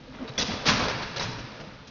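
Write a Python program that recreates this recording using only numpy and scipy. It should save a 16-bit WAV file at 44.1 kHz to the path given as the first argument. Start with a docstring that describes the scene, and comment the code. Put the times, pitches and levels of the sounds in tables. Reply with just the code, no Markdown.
"""A wheeled stretcher is unlatched and drawn out of a van in a hard-walled garage.
Clacks are short bursts of metal chatter that shake latch, legs, frame, tray, ramp and van floor.
Rollers rumble on the rails as dense, uneven contacts, and single clean blows ring a few modes each.
The garage answers with a long diffuse tail, over a steady bed of background air."""
import sys
import numpy as np
from scipy import signal
from scipy.fft import rfft, irfft
from scipy.io import wavfile

SR = 44100
rng = np.random.default_rng(int(sys.argv[2]) if len(sys.argv) > 2 else 0)


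def inscribe(sig):
    """Save sig as 16-bit PCM at rate SR to the path in sys.argv[1].

    A 1-D sig is mono; a 2-D sig holds one channel per row.
    Samples are clipped to [-1, 1] before scaling.
    """
    pcm = np.round(np.clip(np.atleast_2d(sig).T, -1, 1) * 32767)
    wavfile.write(sys.argv[1], SR, pcm.astype(np.int16))


N = 83790  # length [samples]


def amp(db):
    """Turn decibels into a linear gain."""
    return 10 ** (np.asarray(db, float) / 20)


def unit(x):
    """Scale a sound to energy 1."""
    return x / np.sqrt(np.sum(x ** 2))


def band(x, lo_hz, hi_hz):
    """Band-pass a sound, keeping the upper edge clear of the sampling limit."""
    edges = [lo_hz, min(hi_hz, .45 * SR)]
    return signal.sosfilt(signal.butter(2, edges, "bandpass", fs=SR, output="sos"), x)


def fade(t, t60):
    """Exponential decay that falls 60 dB in t60 seconds."""
    return np.exp(-np.log(1000) * t / t60)


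def random_signs():
    """A random polarity for every sample."""
    return rng.choice([-1., 1.], size=N)


# Background air spectrum: (frequency [Hz], relative level [dB])
AIR_SPECTRUM = [(15, -42), (25, 4), (119, -11.5), (185, -23), (260, 11), (444, -15), (3700, -6.5),
                (7000, -22), (9100, -77), (15400, -120)]
AIR_DB = -54  # rms level of the whole bed


def air():
    """Steady background noise of the hall: white noise shaped by a smooth spectrum."""
    f = np.fft.rfftfreq(N, 1 / SR) + 1  # 1 Hz up, so the logarithm stays finite
    hz, db = np.array(AIR_SPECTRUM).T
    gain = amp(np.interp(np.log(f), np.log(hz), db))
    noise = irfft(rfft(rng.standard_normal(N)) * gain, N)
    return amp(AIR_DB) * noise / noise.std()


# Rollers on the rails: (time [s], metalwork level [dB], ramp level [dB], van floor level [dB])
ROLLING = [(0, -52.5, -57, -54), (.1, -49, -59, -47.5), (.25, -44.5, -52.5, -55.5), (.36, -43, -65, -48),
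           (.55, -39, -41, -46.5), (.65, -37, -58, -44), (0.802, -36.5, -43.5, -39), (.95, -40, -47.5, -39),
           (1.1, -43, -55, -47), (1.152, -43.5, -53.5, -60), (1.351, -51.5, -52, -44),
           (1.5, -47, -46.5, -51.5), (1.581, -44.5, -62, -59), (1.701, -49.5, -52, -49),
           (1.9, -57, -90, -63.5)]
# Share of the metalwork level in latch, legs, frame, tray: (level [dB])
METAL_SHARES = [-17.5, -14.5, -8.5, -5]


def roller_forces():
    """Rolling swells and sinks smoothly in decibels; one force curve per part."""
    t = np.arange(N) / SR
    times, *levels = np.array(ROLLING).T
    metal, ramp, van = (amp(np.interp(t, times, db)) for db in levels)
    return [amp(db) * metal for db in METAL_SHARES] + [ramp, van]


def contacts(per_s, scatter_db):
    """Random contacts of uneven size and either sign, rms 1."""
    chance, size = rng.random((2, N))
    hits = np.clip((per_s / SR - chance) * 1e6, 0, 1) * random_signs()
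    hits = hits * amp(scatter_db * np.minimum(-np.log(1 - size), 3))  # mostly small, a few large
    return hits / hits.std()


CHATTER_PER_S, CHATTER_SCATTER_DB = 3000, 3.
ROLL_PER_S, ROLL_SCATTER_DB = 1500, 5.5


def part(chatter_force, roll_force, modes, dense):
    """Contacts ring each mode of a part and its wide band; they land on ever different spots."""
    t = np.arange(SR // 3) / SR
    lo_hz, hi_hz, dense_db = dense
    rings = []
    for hz, db, t60 in modes:
        tone = unit(np.sin(2 * np.pi * hz * t) * fade(t, t60))
        rings.append(tone * amp(db - dense_db) / 2)
    rings.append(unit(band(1. * (t == 0), lo_hz, hi_hz)))
    drive = chatter_force * contacts(CHATTER_PER_S, CHATTER_SCATTER_DB)
    drive = drive + roll_force * contacts(ROLL_PER_S, ROLL_SCATTER_DB)
    # fresh signs per ring: each spot pushes every mode a different way
    return sum(signal.fftconvolve(drive * random_signs(), ring)[:N] for ring in rings)


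# Ringing modes of each part: (frequency [Hz], relative level [dB], t60 [s])
LATCH_MODES = [(2650, -8, .06), (3390, -3, .07), (3480, -6, .05), (3700, -6, .04), (4150, -6, .05),
               (4700, -9, .04), (5900, -11, .05)]
LEG_MODES = [(2660, -6, .07), (3170, -10, .07), (3870, -6, .05), (3960, -3, .06), (4270, -8, .06),
             (4530, -8, .07), (5080, -6, .07), (5650, -12, .05)]
FRAME_MODES = [(908, -1.5, 0.093), (973, -4.5, 0.058), (1030, -5, 0.12), (1193, 0.5, .1), (1240, 5, 0.022),
               (1420, 2, 0.025), (1598, -1, 0.028), (1886, -12.5, 0.026), (2400, -0.5, 0.027)]
TRAY_MODES = [(440, -1.5, 0.13), (500, 2.5, 0.089), (545, -2, 0.1), (599, 0, 0.059), (740, -30, 0.03)]
RAMP_MODES = [(225, -5, .15), (257, 1, .23), (300, -7, .12)]
VAN_MODES = [(48.5, -1.5, 0.16), (67, -24.5, 0.11), (119.3, -9.5, 0.2), (130, -3, 0.14), (155, -15, 0.15),
             (195, -7.5, 0.055)]
PARTS = [LATCH_MODES, LEG_MODES, FRAME_MODES, TRAY_MODES, RAMP_MODES, VAN_MODES]
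# The many unresolved modes of each part as one wide band, in the order of PARTS:
# (low edge [Hz], high edge [Hz], weight against the single modes [dB])
DENSE_BANDS = [(3630, 6830, 5.5), (2190, 5800, 6), (600, 2620, 9.5), (330, 924, 2), (187, 312, -1.5),
               (70.4, 216, -1)]


def stretcher():
    """Bursts of chatter and rolling contacts excite all parts."""
    return sum(map(part, clack_forces(), roller_forces(), PARTS, DENSE_BANDS))


# Garage echo by octave: (band centre [Hz], t60 [s], level [dB])
GARAGE_BANDS = [(57.7, 1.1, -29), (134, 1.7, -6.5), (282, 0.57, -9.5), (500, 0.69, -2.5),
                (1090, 1.03, -0.5), (1925, 1.74, -3), (3860, 1.56, -6), (6850, 1.4, -11.5)]
GARAGE_ONSET_S = 0.093


def garage(x):
    """Diffuse echo that builds up, then fades octave by octave."""
    t = np.arange(N) / SR
    tail = np.zeros(N)
    for hz, t60, db in GARAGE_BANDS:
        octave = band(rng.standard_normal(N), hz / np.sqrt(2), hz * np.sqrt(2))
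        width_gain = np.sqrt(hz / SR * np.sqrt(2))  # wider octaves carry more energy
        tail += amp(db) * width_gain * unit(octave * fade(t, t60))
    return signal.fftconvolve(x, tail * np.clip(t / GARAGE_ONSET_S, 0, 1))[:N]


# Single clean blows, each ringing the modes near one pitch:
# (time [s], favoured pitch [Hz], level [dB], contact length [cycles of that pitch])
BLOWS = [(0.134, 2400, -49.5, 2.5), (0.08, 257, -36, 3.6), (0.185, 1420, -34, 3.), (0.196, 257, -25.5, 7.4),
         (0.228, 256, -31.5, 4.9), (.075, 500, -39, 2.5), (.195, 545, -36.5, 2), (0.246, 440, -30.5, 2.8),
         (0.277, 3760, -38.5, 5), (0.28, 4550, -45, 4.8), (0.292, 130, -28, 1.4), (0.292, 3960, -42, 6.4),
         (.377, 3370, -21, 4.4), (.39, 3440, -27.5, 8), (0.385, 5900, -20.5, 9.2), (.408, 3520, -31, 5.3),
         (0.41, 4070, -31, 5.8), (0.42, 3710, -23.5, 5.8), (0.424, 500, -24, 5.6),
         (0.486, 195, -19.5, 0.69), (0.523, 2660, -36, 7), (0.672, 4540, -22, 3.1), (0.675, 195, -20, 1.4),
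         (.678, 155, -19.5, 0.77), (.684, 225, -25, 1.3), (0.681, 1590, -23, 4), (0.684, 1240, -17, 4.9),
         (.692, 1886, -28, 4), (.687, 973, -23, 2), (0.704, 67, -31, .8), (.704, 1030, -23, 2),
         (0.713, 195, -31, 0.76), (.733, 1598, -33, 3), (.738, 225, -30, 1.6), (0.754, 908, -31, 2.5),
         (.79, 225, -25.5, 1.6), (.87, 500, -28, 3), (1.024, 3384, -37.5, 10.2), (1.029, 4360, -32.5, 3.8),
         (1.167, 547, -29, 2.9), (1.17, 4030, -31.5, 4.8), (1.196, 3960, -27.5, 8),
         (1.197, 5070, -28.5, 8.), (1.205, 973, -28.5, 2.3), (1.221, 973, -37, 1.6), (1.22, 545, -33.5, 2),
         (1.222, 3960, -35, 11), (1.24, 3960, -38, 8), (1.228, 5480, -23, 7.1), (1.236, 5080, -32.5, 7.4),
         (1.25, 121, -28, 1), (1.281, 130, -28.5, 0.54), (1.331, 120.4, -38, 1), (1.52, 130, -37, 1),
         (1.602, 1886, -44, 3.1), (1.604, 740, -40, 1.8), (1.607, 1030, -44.5, 1.2),
         (1.608, 1420, -38, 3.3), (1.617, 546, -39, 1.8), (1.62, 155, -36, 1), (1.671, 195, -31.5, 0.72)]
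SPOT_OCTAVES = 0.056  # how far from its pitch a blow reaches


def knocks():
    """Each blow swells over its contact and rings out in the nearest modes."""
    hz, _, t60 = np.array(sum(PARTS, [])).T[:, :, None]
    out, t = np.zeros(N + SR), np.arange(SR // 2) / SR
    phases = rng.random((len(BLOWS), len(hz), 1))  # in turns
    for (start_s, pitch, db, cycles), phase in zip(BLOWS, phases):
        share = np.exp(-(np.log2(hz / pitch) / SPOT_OCTAVES) ** 2)
        tones = np.sin(2 * np.pi * (hz * t + phase))
        ring = np.sum(share * tones * fade(t, t60), axis=0)
        swell = np.clip(t * pitch / cycles, 0, 1)
        start = int(start_s * SR)
        out[start:start + len(t)] += amp(db) * ring * swell
    return out[:N]


# Clacks: (time [s], rise [s], chatter [s], first blow over chatter [dB], latch level [dB],
# legs level [dB], frame level [dB], tray level [dB], ramp level [dB], van floor level [dB])
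CLACK_BURSTS = [(.132, 0.006, 0.026, -1, -70, -82, -51.5, -57, -46.5, -61),
                (0.186, 0.004, 0.07, -11.5, -78, -80.5, -52, -49.5, -42.5, -51.5),
                (0.276, 0.0033, 0.016, -13.5, -62.5, -49.5, -46.5, -48, -46.5, -63.5),
                (0.379, 0.0012, 0.05, 2.5, -30, -32, -34.5, -39, -37.5, -38.5),
                (0.444, .004, 0.047, 0.5, -42.5, -38, -48, -45.5, -48, -53),
                (0.497, 0.0092, 0.05, 6, -55, -42, -39.5, -47, -41.5, -39.5),
                (0.655, 0.0095, 0.045, -6.5, -27.5, -26.5, -26, -35, -33.5, -38),
                (0.679, 0.033, 0.049, -11, -33, -32.5, -27, -43.5, -45, -32.5),
                (0.733, 0.0022, 0.048, -3, -38, -34.5, -34, -40.5, -40.5, -41),
                (0.792, 0.0038, 0.069, 2.5, -41, -41.5, -35, -35, -47, -38.5),
                (0.883, .004, 0.031, 9, -40, -39, -37, -39.5, -49, -43),
                (1.021, 0.0021, 0.014, -6, -53, -42, -37.5, -58, -42.5, -43.5),
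                (1.16, 0.0017, 0.024, 0, -58.5, -35, -39.5, -41.5, -49, -45),
                (1.193, 0.0026, 0.023, -12, -38.5, -40.5, -34.5, -40, -42, -38),
                (1.219, 0.006, 0.027, -3, -37, -46, -37.5, -44.5, -54, -41),
                (1.251, 0.0027, 0.026, -1, -47, -52, -43, -55, -54, -49.5),
                (1.279, 0.0035, 0.051, 7, -49, -49, -50.5, -53, -50, -51),
                (1.384, 0.0047, 0.019, 4, -50.5, -51, -49, -51, -46.5, -57),
                (1.599, 0.0034, 0.016, -1.5, -54, -52.5, -49, -46, -52.5, -44),
                (1.871, 0.0039, 0.012, -7, -50.5, -53, -60, -72, -73, -49)]
DROP_S = 0.0079  # chatter dies with this time constant
BLOW_S = 0.001  # the first contacts of a clack get an extra push for about this long


def clack_forces():
    """Each clack is a first blow plus chatter that rises, holds and dies; one force per part."""
    t = np.arange(N) / SR
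    pushes = []
    for start, rise, hold, blow_db, *_ in CLACK_BURSTS:
        attack = np.clip((t - start) / rise, 0, 1)
        decay = np.exp(-np.maximum(t - start - hold, 0) / DROP_S)
        blow = amp(blow_db) * np.exp(-((t - start - BLOW_S) / BLOW_S) ** 2)
        pushes.append(attack * decay + blow)
    part_gains = amp(np.array(CLACK_BURSTS)[:, 4:]).T
    return part_gains @ np.array(pushes)


def scene():
    """Mix the stretcher and its knocks with the garage echo and the air, in mono."""
    near = stretcher() + knocks()
    return (near + garage(near) + air())[None]


MIC_HZ, TOP_HZ = 6180, 7030  # roll-off and steep cut


def record(dry):
    """The microphone rolls off, then a steep cut."""
    soft = signal.sosfilt(signal.butter(12, MIC_HZ, fs=SR, output="sos"), dry)
    return signal.sosfilt(signal.ellip(14, .5, 45, TOP_HZ, fs=SR, output="sos"), soft)


dry = scene()
out = record(dry)
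inscribe(out)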